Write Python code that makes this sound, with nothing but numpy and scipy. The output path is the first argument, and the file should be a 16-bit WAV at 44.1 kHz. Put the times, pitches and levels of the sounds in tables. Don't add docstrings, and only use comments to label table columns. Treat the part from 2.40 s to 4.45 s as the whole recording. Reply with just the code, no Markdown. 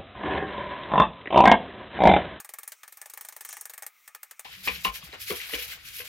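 import sys
import numpy as np
from scipy import signal
from scipy.fft import rfft, irfft
from scipy.io import wavfile
from scipy.ndimage import uniform_filter1d

SR = 44100
rng = np.random.default_rng(int(sys.argv[2]) if len(sys.argv) > 2 else 0)


def decibels_to_gain(level_db):
    exponent = np.asarray(level_db, float) / 20
    return 10 ** exponent


def transcribe(signal):
    frames = np.atleast_2d(signal).T
    limited = np.clip(frames, -1, 1)
    pcm = np.round(limited * 32767).astype(np.int16)
    wavfile.write(sys.argv[1], SR, pcm)


N = 90228
BLOW_N = 6144
OPPOSITE = np.array([[1], [-1]])

# f/Hz, level/dB, time to fade by 60 dB/s
BODY = [(690, -9, .07), (800, -6, .07), (990, -7, .06), (1125, -4, .07), (1265, -5, .05), (1450, -5, .03),
        (1633, -1, .07), (1732, 1, .07), (1895, -2, .045), (2150, -2, .045), (2480, -5, .02)]


def unit(x):
    return x / np.sqrt(np.mean(x ** 2))


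def through(x, h):
    return signal.fftconvolve(np.atleast_2d(x), np.atleast_2d(h), axes=-1)[:, :x.shape[-1]]


def add(out, start_s, x):
    i = max(int(start_s * SR), 0)
    out[..., i:i + x.shape[-1]] += x[..., :N - i]


def filtered(x, order, hz, kind="low"):
    return signal.sosfilt(signal.butter(order, hz, kind, fs=SR, output="sos"), x)


def colour(x, points):
    hz, db = np.array(points, float).T
    bins_hz = np.arange(1025) * SR / 2048
    log_gain = np.interp(np.log(bins_hz + 1), np.log(hz), db) * np.log(10) / 20
    cepstrum = irfft(log_gain)
    cepstrum[1:1024] *= 2
    cepstrum[1025:] = 0
    h = irfft(np.exp(rfft(cepstrum)))
    return through(x, unit(h) / np.sqrt(len(h)))


def ring(x, modes, scatter_db, drift):
    t = np.arange(4096) / SR
    chance = rng.standard_normal((len(modes), 2))
    h = np.zeros(len(t))
    for k, ((hz, db, t60), (louder, higher)) in enumerate(zip(modes, chance)):
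        tone = np.sin(2 * np.pi * hz * (1 + drift * higher) * t)
        h += (-1) ** k * decibels_to_gain(db + scatter_db * louder) * 1000 ** (-t / t60) * tone
    return through(x, h / np.sqrt(np.sum(h ** 2)))


def grains(size, spread_db):
    return unit(rng.standard_normal(size) * decibels_to_gain(spread_db * rng.exponential(size=size)))


def burst(t, fall_s, spread_db):
    rise_s = 0.0016
    shape = (1 - np.exp(-(t / rise_s) ** 2)) * np.exp(-t / fall_s)
    return unit(grains(len(t), spread_db) * shape) * np.sqrt(np.mean(shape ** 2))


def walk(rate_hz):
    k = int(SR / rate_hz)
    steps = np.repeat(rng.standard_normal(N // k + 1), k)
    return unit(uniform_filter1d(uniform_filter1d(steps, k), k)[:N])


def ports(make):
    # f/Hz, level/dB
    side_tilt = [(100, 14), (350, 4.5), (700, -8.5), (1500, -1.5), (8000, 3.5), (15000, 7)]
    side_db = -12.5
    return make() + decibels_to_gain(side_db) * colour(make(), side_tilt) * OPPOSITE


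def echoes():
    # delay/s, level/dB
    surfaces = [
        (.0014, -9.5),
        (.0029, -12.5),
        (.0052, -15.5),
    ]
    h = np.zeros(BLOW_N)
    for (late_s, db), chance in zip(surfaces, rng.standard_normal(len(surfaces))):
        add(h, late_s * (1 + 0.053 * chance), np.array([decibels_to_gain(db)]))
    return h


def tail():
    t = np.arange(BLOW_N) / SR
    rise_s, t60_s, treble_t60_s = 0.0021, 0.096, 0.054
    noise = rng.standard_normal(len(t)) * (1 - np.exp(-t / rise_s))
    low = filtered(noise, 2, 3500)
    h = low * 1000 ** (-t / t60_s) + (noise - low) * 1000 ** (-t / treble_t60_s)
    return h / np.sqrt(np.sum(h ** 2))


def fan_hum():
    # f/Hz, width/Hz, level/dB
    duct_modes = [(1265, 140, -3), (2170, 170, 0), (2480, 140, -6)]
    # f/Hz, level per Hz/dB
    air_tone = [(30, -22.5), (300, -23.5), (700, -17), (1300, -11), (2300, -14.5), (3600, -10),
                (8000, -19.5), (15500, -4)]
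    fan_db, air_db, side_db = -69.5, -64, -13.5

    def one():
        duct = 0
        for hz, width, db in duct_modes:
            b, a = signal.iirpeak(hz, hz / width, SR)
            duct = duct + decibels_to_gain(db + walk(28.04)) * unit(signal.lfilter(b, a, rng.standard_normal(N)))
        air = colour(rng.standard_normal(N), air_tone)
        return decibels_to_gain(fan_db) * duct + decibels_to_gain(air_db + 1.9 * walk(23.2)) * air

    return one() + decibels_to_gain(side_db) * one() * OPPOSITE


def rumble():
    deep = filtered(rng.standard_normal((2, N)), 2, 160)
    return decibels_to_gain(-106 + 1.9 * walk(18)) * unit(deep)


def knocks():
    # t/s, knock peak level/dB, puff level/dB, deep tones level/dB
    blows = [(0.0, -35, -84, 3), (0.046, -38, -93, 2), (0.091, -37.5, -82, 5), (0.136, -35.5, -78, 4.5),
             (0.185, -34.5, -83, -2), (0.231, -39.5, -86, -1), (0.276, -36.5, -77.5, -1),
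             (0.32, -45.5, -99, 3), (0.433, -35, -84, -20), (0.478, -44, -86, 3), (0.525, -51, -92, -5),
             (0.571, -42.5, -79, -2), (0.615, -36.5, -89, 2.5), (0.625, -37.5, -96, 0),
             (0.658, -38, -85, 6.5), (0.698, -45.5, -86, 5), (0.736, -42.5, -79.5, 7.5),
             (0.774, -32.5, -89, 3.5), (0.81, -36.5, -93, 1.5), (0.847, -39, -84, 6),
             (0.886, -39, -79, 8.5), (0.924, -43.5, -84, 7), (0.964, -36, -91, 7), (1.008, -36, -81.5, 5.5),
             (1.049, -34.5, -94, -1), (1.09, -41.5, -81, 5), (1.127, -37, -82.5, 8), (1.168, -32.5, -86, 3),
             (1.211, -42.5, -87, 7), (1.254, -35.5, -92, 1), (1.296, -42, -87, 6), (1.336, -36, -88, 0),
             (1.378, -34.5, -78, 0), (1.422, -33, -88, 5), (1.432, -34, -96, -0.5), (1.464, -34.5, -86, -1),
             (1.677, -38.5, -90, -8.5), (1.69, -44.5, -86, -10), (1.748, -34.5, -83, 1),
             (1.831, -38.5, -84.5, -10), (1.91, -36, -91, -7.5), (1.994, -34.5, -84.5, -2)]
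    # f/Hz, level/dB, time to fade by 60 dB/s
    end_modes = [(507, -10.5, 0.0082), (847, -1, 0.0054), (1150, -2, 0.0098), (1766, 0.5, 0.014),
                 (2180, 2, 0.0041), (3890, -15, 0.0035)]
    knock_db, body_db, tiles_db, late_s = -1.5, -9, -6, 0.0007
    puff_gain_db, puff_s, puff_side = 15, 0.00033, 0.72
    out, t = np.zeros((2, N)), np.arange(BLOW_N) / SR
    click = 1. * (t == 0)
    tiles = ports(tail)
    for s, db, puff_db, deep_db in blows:
        blow = ring(click, end_modes, scatter_db=1.77, drift=0.045)
        blow = blow + decibels_to_gain(body_db) * ring(click, BODY, scatter_db=1.5, drift=0.004)
        blow = blow + (decibels_to_gain(deep_db) - 1) * filtered(blow, 2, 1300)
        blow = blow / np.abs(blow).max()
        wet = blow + through(blow, ports(echoes)) + decibels_to_gain(tiles_db) * through(blow, tiles)
        knock = decibels_to_gain(knock_db + db) * filtered(wet, 3, 384, "high")
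        side = 1 + puff_side * rng.standard_normal() * OPPOSITE
        puff = decibels_to_gain(puff_gain_db + puff_db) * np.e * t / puff_s * np.exp(-t / puff_s) * side
        add(out, s + late_s, knock + puff)
    return out


def bottle():
    slaps = [
        (.0003, -26.5, -8, -11, -4),
             (.0463, -33, -5.5, -5, 0),
        (.0912, -25.5, -9.5, -25, -7),
        (.1371, -19, -16.5, -14.5, -12),
        (.1862, -24.5, -11.5, -10.5, -5),
        (.2319, -22, -16.5, -17.5, -11.5),
        (.2768, -22, -15, -23, -5),
        (.3197, -26, -5.5, -26, -5.5),
             (0.4324, -25, -11.5, -10, -13.5), (0.4781, -31, -8, -15, -5.5), (0.5238, -27, -12, -30, -10),
               (0.5715, -31, -9.5, -6.5, -5), (.615, -22.5, -17, -13.5, -9), (.6579, -27.5, -10, -12, -6.5),
               (.6983, -31, -6, -16, -2.5), (.7362, -22.5, -15, -31, -10), (.7741, -19, -18.5, -20, -14),
               (0.8096, -25.5, -10, -17, -4.5), (0.8488, -27.5, -9.5, -5, -5.5),
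               (.8864, -21.5, -12.5, -10.5, -10.5), (0.9241, -24.5, -15, -32, -13),
               (.9642, -22, -16, -28, -11),
             (1.0083, -23.5, -10, -20, -5.5), (1.049, -19, -13.5, -25, -9.5),
               (1.0895, -22, -12.5, -11, -9), (1.1273, -21, -12.5, -9, -8), (1.168, -29, -7.5, -19, -2.5),
               (1.2101, -27, -12, -7.5, 5), (1.2545, -20, -19, -16, -8), (1.2965, -23.5, -10, -13, -7.5),
               (1.3362, -22, -14.5, -16, -10), (1.3783, -24, -12.5, -10, -7.5),
               (1.4227, -20.5, -15, -11, -10.5), (1.4647, -20.5, -14.5, -20, -9),
             (1.6771, -32, -8, -10, -3),
        (1.7485, -18.5, -17, -21.5, -16.5),
        (1.8308, -20.5, -17.5, -23.5, -13),
        (1.9103, -21.5, -14.5, -32, -14),
        (1.9942, -18.5, -15.5, -24, -13),
    ]
    # f/Hz, level/dB, time to fade by 60 dB/s
    wall_modes = [(5600, -5, .006), (6500, 0, .008), (7350, 6, .01), (8240, 11, .01), (8860, 12, .01),
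                  (10460, 2, .006), (11400, 10, .006), (12800, 13, .007), (14270, 17, .009),
                  (14600, 12, .008), (15300, 15, .005)]
    # f/Hz, level per Hz/dB
    spray_tone = [(330, -21.5), (480, -11.5), (800, -15), (1800, -4.5), (3300, -8.5), (5000, -5),
                  (8300, 4.5), (15500, 1)]
    snap_late_s, snap_s, snap_db = 0.0025, 0.0001, -1.5
    wall_db, body_gain_db, splash_gain_db = -7.5, -17.5, 9
    out, t = np.zeros((2, N)), np.arange(BLOW_N) / SR

    def splashing():
        slap = decibels_to_gain(-6) * burst(t, fall_s=0.0031, spread_db=1.5)
        spray = decibels_to_gain(-11.5) * burst(t, fall_s=0.011, spread_db=1.8)
        return slap + spray + decibels_to_gain(10) * tail()

    for s, db, splash_db, body_db, top_db in slaps:
        snap = decibels_to_gain(snap_db) * np.exp(-np.abs(t - snap_late_s) / snap_s) * rng.choice([-1., 1.], len(t))
        snap = signal.lfilter([1, -0.5], [1], snap)
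        splash = decibels_to_gain(splash_gain_db + splash_db) * ports(splashing)
        push = snap + through(snap, ports(echoes)) + splash
        wall = ring(push, wall_modes, scatter_db=3.5, drift=0.008)
        bright = decibels_to_gain(wall_db) * wall + colour(push, spray_tone)
        low = filtered(bright, 2, 6150)
        top = decibels_to_gain(top_db - splash_db - 8)
        bright = (low + top * (bright - low)) * np.sqrt(2 / (1 + top ** 2))
        body = ring(push - snap, BODY, scatter_db=1.5, drift=0.004)
        body = decibels_to_gain(body_gain_db + body_db - splash_db) * body
        add(out, s - .0012, decibels_to_gain(db) * filtered(bright + body, 4, 412, "high"))
    return out


def glove():
    # t/s, crinkle level/dB
    grip = [(0, -84.5), (.3, -75.5), (.55, -81.5), (.85, -70.5), (.99, -76.5), (1.03, -70), (1.11, -59),
            (1.2, -62), (1.25, -69.5), (1.28, -76), (1.45, -90), (1.62, -80.5), (1.67, -75), (1.75, -83),
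            (2.04, -78.5)]
    # t/s, peak level/dB
    folds_and_rebound = [
        (1.1087, -16.5),
        (1.1198, -19),
        (1.4323, -18),
    ]
    # t/s, peak level/dB
    creases = [(.312, -46), (.3965, -52), (1.506, -60), (1.5374, -56), (1.589, -56), (1.6277, -54),
               (1.6487, -56), (1.6601, -46), (1.71, -56), (1.735, -54), (1.9026, -54), (2.016, -44)]
    # f/Hz, level/dB
    crinkle_tone = [(400, -39.5), (1200, -19), (2350, -5), (3300, -10), (4900, -17.5), (5600, 2),
                    (9200, -2.5), (12000, -20)]
    # f/Hz, level/dB
    tick_tone = [(2000, -30), (5000, -10), (8000, 0), (10500, -1), (14000, -3), (16000, -3)]
    t = np.arange(N) / SR
    grip_db = np.interp(t, *np.array(grip).T)
    film = grains(N, spread_db=1.7) * decibels_to_gain(grip_db + 6.5 + 1.2 * walk(61.1))
    ticks = np.zeros(N)
    for layer, events in ((film, folds_and_rebound), (ticks, creases)):
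        for s, db in events:
            add(layer, s - .001, decibels_to_gain(db) * burst(t[:600], fall_s=0.00071, spread_db=0.92))
    return colour(film, crinkle_tone) + colour(ticks, tick_tone)


def scene():
    film = glove()
    film_in_room = film + through(film, ports(tail))
    near = fan_hum() + knocks() + bottle() + film_in_room
    left_db = 1.4
    return near * decibels_to_gain(left_db / 2 * OPPOSITE) + rumble()


def roll_off(x):
    return signal.sosfilt(signal.butter(12, 16970, fs=SR, output="sos"), x)


def record(dry):
    def cut(hz):
        return signal.sosfilt(signal.ellip(8, .2, 60, hz, fs=SR, output="sos"), dry)

    shelf_db = -27
    mix = cut(15800) + decibels_to_gain(shelf_db) * cut(16600)
    return roll_off(mix)


dry = scene()
out = record(dry)
transcribe(out)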